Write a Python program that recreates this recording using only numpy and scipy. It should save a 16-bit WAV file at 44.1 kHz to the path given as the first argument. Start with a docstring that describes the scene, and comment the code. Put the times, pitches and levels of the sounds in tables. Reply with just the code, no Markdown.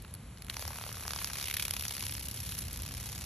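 """A far low rumble sounds under a steady background hiss, and dry leaves and twigs snap. The litter rustles
as a snake shivers its tail in it, about 35 swings a second, striking one leaf going out and another coming
back. Each impact excites the leaf's broad resonances; the hardest strokes slap. A phone's two microphone
ports give the hiss a bright peak near 11 kHz and add a phase offset that grows, unevenly, with frequency."""
import sys
import numpy as np
from scipy import signal
from scipy.fft import rfft, irfft, next_fast_len
from scipy.io import wavfile
from scipy.ndimage import uniform_filter1d

SR = 44100
rng = np.random.default_rng(int(sys.argv[2]) if len(sys.argv) > 2 else 0)


def master(y):
    """Save y as 16-bit WAV."""
    cut = np.clip(np.atleast_2d(y).T, -1, 1)
    pcm = np.round(cut * 32767)  # scale
    wavfile.write(sys.argv[1], SR, pcm.astype(np.int16))


N = 143325


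def amp(db):
    """Amplitude ratio of a level in decibels."""
    return 10 ** (np.asarray(db) / 20)


def rms_one(x):
    """Normalisation to unit mean power."""
    return x / np.sqrt(np.mean(x ** 2) + 1e-20)


def read(rows, at):
    """Linear interpolation of a table's columns along its first."""
    axis, *columns = np.transpose(rows)
    return [np.interp(at, axis, c) for c in columns]


def colour(x, spectrum):
    """Spectral shaping: x is weighted by a spectrum and silent outside it."""
    hz, db = np.transpose(spectrum)
    grid = np.arange(N // 2 + 1) * SR / N + 1
    return irfft(rfft(x) * amp(np.interp(np.log(grid), np.log(hz), db, -120, -120)), N)


# envelope of the far rumble: (time [s], level [dB])
RUMBLE_LEVEL = [(0.0, -47), (1.29, -47.5), (2.87, -43.5), (3.25, -46)]
# spectra of the rumble and of the hiss: (frequency [Hz], relative density [dB])
RUMBLE_SPECTRUM = [(12, -55), (25, -31), (36, -21), (49, -4), (81, 1.5), (123, -4), (145, -9), (232, -14.5),
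                   (308, -24), (500, -30.5), (650, -50)]
HISS_SPECTRUM = [(250, -4), (500, 0), (1500, -4.5), (3000, -7), (5500, -14.5), (7500, -6), (9000, -12),
                 (11000, -3), (12200, -22), (13500, -37), (16000, -47)]

def background():
    """Filtered white noise: a drifting far rumble, and steady hiss with a microphone peak near 11 kHz."""
    rumble_db, = read(RUMBLE_LEVEL, np.arange(N) / SR)
    rumble, hiss = rng.standard_normal((2, 2, N))
    rumble = amp(rumble_db) * rms_one(colour(rumble, RUMBLE_SPECTRUM))
    hiss = amp(-58) * rms_one(colour(hiss, HISS_SPECTRUM))
    return rumble + hiss


def grit(shape, per_s, spread_db):
    """Shot noise: random clicks of uneven size over a trace of hiss."""
    sizes = amp(spread_db * np.minimum(rng.exponential(1, shape), 5)) * rng.choice([-1, 1], shape)
    return sizes * (rng.random(shape) < per_s / SR) + 0.011 * rng.standard_normal(shape)


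def resonate(x, hz, width_hz):
    """Heavily damped resonance; each row comes out with unit energy."""
    sos = signal.butter(1, [max(hz - width_hz / 2, 50), hz + width_hz / 2], "band", fs=SR, output="sos")
    y = signal.sosfilt(sos, signal.sosfilt(sos, x))
    return y / np.sqrt(np.sum(y ** 2, axis=-1, keepdims=True))


def impacts(times, levels_db, modes, envelope, grain_db, knock_db, knock_sample=28):
    """Modal superposition: a knock and a gritty burst drive each resonance. Rows: direct, indirect."""
    contact = envelope * grit((len(times), 2, envelope.shape[-1]), per_s=25000, spread_db=grain_db)
    knock = np.zeros_like(contact)
    knock[:, 0, knock_sample] = amp(knock_db)   # a clean impulse, on the direct path only
    bursts = 0
    for k, (db, (hz, width_hz)) in enumerate(zip(levels_db, modes)):
        force = contact + knock * (3000 / hz) ** 0.58   # the knock weighs more in low resonances
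        bursts += (-1) ** k * amp(db)[:, None, None] * resonate(force, hz, width_hz)
    out = np.zeros((2, N + SR))
    samples = (times * SR).astype(int)[:, None] + np.arange(envelope.shape[-1])
    for path in range(2):
        np.add.at(out[path], samples, bursts[:, path])
    return out[:, :N]


# single snaps: (time [s], relative level [dB], treble share [dB], low share [dB], middle share [dB])
SNAPS = [(0.022, -37, -6.5, -29, -17), (0.0475, -40.5, -13, -3, -25), (0.0797, -41.5, -12, -18, -15),
         (0.1096, -50, -4, -12, -15), (0.139, -28, -7.5, -33, -21), (0.1496, -38, -4.5, -17, -12),
         (0.3732, -41, -18, -24, -6.5), (0.383, -45, -8, -16, -6), (0.4208, -34.5, -6.5, -29, -7.5),
         (0.4465, -42.5, -0.5, -20, -8), (0.4665, -45.5, -1, -14, -4), (0.4984, -24.5, -22, -14, -6),
         (0.5423, -30, -17, -19, -9), (2.6095, -30, -5, -30, -21)]
# low, middle and treble resonances of a snap: (frequency [Hz], bandwidth [Hz])
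SNAP_MODES = [(1600, 1540), (4600, 5100), (11000, 2000)]

def snaps():
    """Impulsive excitation: leaves and twigs crack, each with its own balance of three resonances."""
    times, db, treble_db, low_db, middle_db = np.transpose(SNAPS)
    levels_db = 17.5 + db + np.array([low_db, middle_db, treble_db])
    decay_s = 0.0019
    envelope = np.exp(-np.arange(512) / (decay_s * SR))
    return impacts(times, levels_db, SNAP_MODES, envelope, grain_db=3.6, knock_db=-1)


# envelope of the shaken litter: (time [s], relative treble level [dB], relative middle level [dB])
RUSTLE_LEVELS = [(0.3, -80, -62), (0.46, -63, -63), (0.53, -48, -50), (0.65, -40, -45.5),
                 (0.71, -46.5, -51.5), (1.1, -41.5, -46.5), (1.28, -41.5, -47), (1.61, -42.5, -46),
                 (1.85, -41, -45), (2.0, -42, -46), (2.21, -45.5, -50), (2.55, -43, -47.5),
                 (2.83, -52.5, -51), (3.25, -43.5, -46)]
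# spectra of its two bands: (frequency [Hz], relative density [dB])
RUSTLE_TREBLE = [(6000, -13), (7800, -17.5), (9000, -2), (10500, 1.5), (11600, -1), (12500, -2.5),
                 (14000, -10), (16000, -22)]
RUSTLE_MIDDLE = [(350, -5), (1200, -7.5), (2600, -1.5), (4000, 2.5), (5200, -2), (7000, -2), (8000, -4)]

def rustle():
    """Modulated shot noise: clicks of shaken leaves merge into a fine crackle that comes in patches."""
    treble_db, middle_db = read(RUSTLE_LEVELS, np.arange(N) / SR)
    drift = uniform_filter1d(rng.standard_normal(N), size=400)
    patches_db = 3 * rms_one(uniform_filter1d(drift, size=400))
    clicks = grit((2, N), per_s=9000, spread_db=3) * amp(patches_db)
    bands = [(treble_db, RUSTLE_TREBLE), (middle_db, RUSTLE_MIDDLE)]
    return sum(amp(db - 5) * rms_one(colour(clicks, spectrum)) for db, spectrum in bands)


# speed of the tail: (time [s], swing rate [Hz])
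SWING_RATE = [(0.47, 35.82), (0.669, 36.73), (0.867, 38.74), (1.066, 35.53), (1.264, 36.21), (1.463, 34.96),
              (1.661, 36.14), (1.86, 34.45), (2.059, 35.25), (2.257, 33.84), (2.456, 33.75), (2.654, 33.61),
              (2.853, 33.41), (3.051, 33.44), (3.25, 32.52)]
# the tiring tail swings lopsided and slips once: (time [s], outward delay [s], return delay [s])
STROKE_DELAY = [(2.2, 0, 0), (2.3, .003, 0), (2.585, .005, 0), (2.6, .015, .011), (2.9, .017, .011),
                (3.25, .017, .010)]

def stroke_times():
    """Phase is the integral of frequency: the tail lands once every half cycle, later as it tires."""
    t = np.arange(N) / SR
    first_stroke_s = 0.4835
    half_cycles = 2 * np.cumsum(read(SWING_RATE, t)[0]) / SR
    half_cycles -= np.interp(first_stroke_s, t, half_cycles)
    times = np.interp(np.arange(int(half_cycles[-1])), half_cycles, t)
    for side in range(2):
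        times[side::2] += read(STROKE_DELAY, times[side::2])[side]
    return times


# relative strength of strikes on each leaf: (time [s], low [dB], low-mid [dB], high-mid [dB], treble [dB])
OUTWARD_LEVELS = [(0.47, -48, -49, -66, -47), (0.53, -54, -62, -53, -54), (0.58, -47, -46, -33, -34.5),
                  (0.72, -44, -49, -49, -45), (0.9, -42, -47, -45.5, -49), (1.03, -48, -50.5, -44.5, -47),
                  (1.09, -36, -37, -31.5, -35.5), (1.23, -42, -40.5, -37, -39), (1.3, -45, -48, -37, -38),
                  (1.42, -46, -45, -33, -37), (1.5, -50, -43, -44, -44), (1.6, -54, -51, -47, -37),
                  (1.75, -58, -51, -62, -50), (1.9, -53, -45.5, -43, -39), (2.1, -44.5, -43, -36, -38),
                  (2.3, -57, -53.5, -50, -47), (2.6, -60, -53, -52, -42), (3.25, -54.5, -52, -43.5, -39)]
RETURN_LEVELS = [(0.47, -49, -27, -30, -30), (0.53, -55, -56.5, -57, -49), (0.58, -54, -59, -51, -54),
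                 (0.72, -51, -51.5, -48.5, -44), (0.9, -51.5, -54, -46, -50), (1.03, -47, -52, -46, -40),
                 (1.09, -46, -48, -44, -41), (1.23, -55, -51, -46, -43), (1.3, -50, -51, -47, -54),
                 (1.42, -48, -40, -37, -35), (1.5, -58, -32.5, -37, -30), (1.6, -45, -31.5, -34, -28),
                 (1.9, -52, -43, -45, -35.5), (2.1, -67, -45.5, -45.5, -35), (2.3, -57, -47, -43, -36.5),
                 (2.6, -54, -48, -45.5, -39), (3.25, -49.5, -50.5, -44, -41.5)]
# the four resonances of each leaf, low to treble: (frequency [Hz], bandwidth [Hz])
OUTWARD_MODES = [(1300, 1800), (3300, 2350), (5100, 1950), (10300, 14000)]
RETURN_MODES = [(1200, 2040), (2800, 1400), (5700, 2900), (10500, 3500)]

def tail_strikes():
    """Impact and friction on two leaves in turn: hard strokes crack, soft ones mostly scrape."""
    strokes = stroke_times()
    slapped = np.abs(strokes[:, None] - np.array(SLAPS)[:, 0]).min(axis=1) < 0.007
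    age = np.arange(1024) / SR
    attack_s, crack_s, jitter_s = 0.00024, 0.0011, 0.0004
    knock_db, hard_db = (14, 7), (-61, -48.5)   # pairs: outward leaf, return leaf
    scrape_db, scrape_s = (-13, -14), (0.0054, 0.012)
    attack = 1 - np.exp(-age / attack_s)
    leaves = [(OUTWARD_LEVELS, OUTWARD_MODES), (RETURN_LEVELS, RETURN_MODES)]
    out = 0
    for side, (strength, modes) in enumerate(leaves):
        times = strokes[side::2]
        strength_db = np.array(read(strength, times))
        chance = rng.standard_normal((200, 6))[:len(times)].T
        levels_db = strength_db + 20.5 + 0.36 * chance[4] + 0.9 * chance[:4]   # force and timbre vary
        levels_db[:, slapped[side::2]] = -120   # these strokes sound as slaps instead
        # a strike whose low band falls below hard_db loses crack and knock
        crisp_db = np.clip(2.1 * (strength_db[0] - hard_db[side]), -25, 0)
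        crack = amp(crisp_db)[:, None, None] * np.exp(-age / crack_s)
        scrape = amp(scrape_db[side]) * np.exp(-(age / scrape_s[side]) ** 2)
        out += impacts(times + jitter_s * chance[5], levels_db, modes, attack * (crack + scrape),
                       grain_db=2.5, knock_db=knock_db[side] + crisp_db)
    return out


# hard slaps of the tail, as relative energy in five resonances and a share of scrape:
# (time [s], thump [dB], low [dB], low-mid [dB], high-mid [dB], treble [dB], scrape [dB])
SLAPS = [(0.5684, -32, -16.5, -22.5, -14.0, -22, -19), (0.5948, -27, -24.5, -29, -21, -18, -18),
         (0.6239, -25, -21, -24, -18, -22, -16), (0.6522, -26, -20, -28, -20, -23.5, -18),
         (0.678, -28, -20, -32, -15.5, -15.5, -7), (0.7053, -23, -21, -30, -26.5, -23, -7),
         (0.7318, -42, -23.5, -27.0, -28, -24.0, -12), (0.7576, -33.0, -22, -28.0, -24, -24.0, -3),
         (0.7862, -27, -21, -24, -27, -22, -17), (0.8124, -26, -23, -25, -32.5, -33.5, -25),
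         (0.839, -29, -22, -21.5, -26.0, -29.5, -24), (0.8645, -27.0, -20, -35, -31, -29.0, -15),
         (0.891, -27, -24, -23, -27, -27, -12), (0.9166, -33, -24, -28, -28, -35, -12),
         (0.927, -39.5, -43.0, -29.5, -22, -18, -13), (0.943, -36.0, -23, -30.5, -25, -34, -2),
         (0.9701, -30, -23, -29, -23.0, -31.5, -17), (0.9968, -38.0, -28, -29, -35, -36, -19),
         (1.0252, -34, -25.5, -28.5, -26.0, -23.5, -5), (1.0515, -26, -19, -29, -23.5, -25, -5),
         (1.0799, -34, -15, -29, -11.5, -19.5, -38), (1.1075, -39, -15.5, -20, -15, -27, -16),
         (1.1348, -35, -17.5, -18, -15.5, -16.5, -19), (1.1617, -36, -16, -21, -14.5, -23, -18),
         (1.1885, -37, -20.5, -20.5, -14.5, -30, -16), (1.2155, -42, -17, -23, -25, -24, -9),
         (1.2453, -45, -18, -19.5, -8.5, -13, -41), (1.2723, -45, -26, -19.5, -18.5, -21, -5),
         (1.3002, -43, -19, -22.5, -18.5, -20, -4), (1.3336, -37.5, -25, -24, -16.5, -15, -18),
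         (1.3552, -45, -22.0, -17.5, -22, -16, 1), (1.3838, -37.5, -23, -20.5, -14.5, -19, -3),
         (1.4119, -39, -23.5, -20, -15, -16, -4), (1.4263, -44, -26, -20, -15, -14, -8),
         (1.4733, -49, -31, -17.5, -27, -15, -19), (1.4832, -31, -27, -14.5, -20, -13, -11),
         (1.5, -47.0, -31, -15.5, -20.5, -16, -17), (1.5119, -30.0, -35, -10, -20, -12.5, -19),
         (1.5277, -50, -33, -22, -30, -21, -14), (1.5407, -27, -32, -12, -14, -8, -12),
         (1.5557, -45, -32, -27, -29, -33, -27), (1.5687, -35, -32, -9.5, -15.5, -7.5, -14),
         (1.584, -47, -38, -20, -33, -28, -19), (1.597, -36, -28, -9, -16.5, -9.5, -8),
         (1.6246, -30.0, -27, -12, -15.5, -6.5, -10), (1.6525, -27, -26, -12.5, -17.5, -9, -12),
         (1.6816, -35, -24.0, -18, -19, -12.5, -21), (1.7092, -31, -24.5, -13.5, -13.5, -7, -24),
         (1.7375, -27, -21.5, -16, -16.5, -11.5, -13), (1.766, -31, -22.5, -14.5, -15, -13.5, -12),
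         (1.7958, -31, -28, -19, -16, -13.5, -11), (1.8095, -44, -41, -17.5, -27, -14, -17),
         (1.8242, -33.0, -28, -24, -24, -12.0, -19), (1.8366, -46.0, -36, -17, -22, -21, -12),
         (1.8524, -28.5, -23.0, -18, -15, -13, -14), (1.8821, -36.0, -29, -28.0, -11, -13.0, -14),
         (1.9089, -28, -27, -17, -20, -15, -13), (1.9516, -45.0, -34, -23.5, -18, -21, -29),
         (1.9672, -29.5, -30, -19.5, -20.5, -14.5, -13), (2.0078, -46.0, -40, -18, -18, -18.0, -27),
         (2.0248, -29, -25.0, -19, -17.5, -13.5, -6), (2.0668, -35, -31, -18, -17, -14, -28),
         (2.0949, -32.5, -33, -18.5, -20.0, -25, -10), (2.1236, -33, -28, -17.5, -21, -16, -17),
         (2.2854, -32, -39, -22, -23, -12, -13), (2.3127, -43, -41, -25, -20.5, -14.5, -7),
         (2.3727, -51, -39, -22, -21.5, -19, -4), (2.4024, -49.5, -41, -22.5, -19, -14.5, -1),
         (2.491, -47, -31.0, -22.5, -19.5, -16, -2), (2.5216, -43, -32, -18, -25, -15.5, -9),
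         (2.5508, -48.0, -40, -24.5, -22, -17.5, -5), (2.5889, -43, -46, -26, -17.5, -9, -16),
         (2.6823, -31, -34, -26.0, -23, -20.0, -9), (2.7, -40, -34, -36, -37, -38, -26),
         (2.7308, -49, -37, -43, -38, -14.5, -40), (2.7608, -41, -32, -28.0, -21, -22, -25),
         (2.7737, -45.0, -44.5, -26, -26, -16.5, -15), (2.7915, -39, -30.0, -34, -27, -22, -32),
         (2.8214, -32, -38.0, -31.0, -35, -14, -39), (2.8329, -46.0, -32, -25.5, -22, -19.0, -2),
         (2.8513, -38, -33.0, -30.0, -27.0, -23.5, -16), (2.862, -38.0, -29.5, -23, -22, -17.5, -4),
         (2.8788, -37, -39, -28, -23, -25, -22), (2.9102, -33, -28.5, -26, -27, -26, -14),
         (2.94, -35, -31, -29, -22.5, -20, -28)]
# resonances of a slapped leaf, thump to treble: (frequency [Hz], bandwidth [Hz], gain [dB])
SLAP_MODES = [(579, 560, -2), (1257, 1070, -2), (2900, 2030, -1), (5640, 2500, -1), (11070, 4000, 0)]

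def tail_slaps():
    """Impact with sliding friction: the tail scuffs in, cracks on the leaf and scrapes on."""
    times, *levels_db, scrape_db = np.transpose(SLAPS)
    hz, width_hz, gain_db = np.transpose(SLAP_MODES)
    scuff_s, crack_s, scrape_s, ring_up_s = 0.0013, 0.001, 0.0084, 0.0002
    scuff_samples = 150
    age = (np.arange(1024) - scuff_samples) / SR
    scuff = amp(-6.5) * np.exp(age / scuff_s)
    crack = np.exp(-age / crack_s)
    scrape = amp(scrape_db)[:, None, None] * np.exp(-(age / scrape_s) ** 2)
    envelope = np.where(age < 0, scuff, crack + scrape)
    knock_db = -2 - 0.75 * scrape_db   # a slap that scrapes more knocks less
    starts = times - scuff_samples / SR - ring_up_s
    return impacts(starts, levels_db + gain_db[:, None], zip(hz, width_hz), envelope,
                   grain_db=2.5, knock_db=knock_db, knock_sample=scuff_samples)


# share of sound scattered by the litter: (frequency [Hz], gain [dB])
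SCATTERED_SHARE = [(15, -43), (90, -40), (170, -29), (300, -10.5), (1200, -11), (2500, -21.5), (4500, -6),
                   (9000, -19.5), (12500, -11), (14500, -8), (17000, -6)]

def scene():
    """Superposition: direct sound reaches the two ports in phase, scattered sound in antiphase."""
    direct, indirect = tail_strikes() + tail_slaps() + snaps() + rustle() + background()
    scattered = colour(indirect, SCATTERED_SHARE)
    return np.array([direct + scattered, direct - scattered])


# phase of the right port behind the left: (frequency [Hz], lag [half cycles])
PORT_LAG = [(1600, 0), (2150, 0.0247), (2650, 0.44), (3650, 0), (4300, 0.07), (4900, 1), (5600, 2.05),
            (6100, 2.5), (8000, 2), (9100, 3), (12300, 4), (13200, 3), (15500, 6), (17000, 11)]
# magnitude response of both ports: (frequency [Hz], gain [dB])
PORT_RESPONSE = [(6000, 0.5), (7500, -5), (10500, 1.5), (11800, 1), (12600, -6.5), (14500, -5), (15800, -8)]

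def record(dry):
    """Linear filtering: the ports colour the treble, the right one lags, and a low-pass cuts the top."""
    size = next_fast_len(N + 2048)
    hz = np.arange(size // 2 + 1) * SR / size
    lag = np.exp(-1j * np.pi * np.outer([0, 1], read(PORT_LAG, hz)[0]))
    gain = amp(read(PORT_RESPONSE, hz)[0])
    ports = irfft(rfft(dry, size) * lag * gain, size)[:, :N]
    low_pass = signal.cheby2(14, 60, 16300, fs=SR, output="sos")   # 60 dB down from 16.3 kHz
    return signal.sosfilt(low_pass, ports)


dry = scene()
out = record(dry)
master(out)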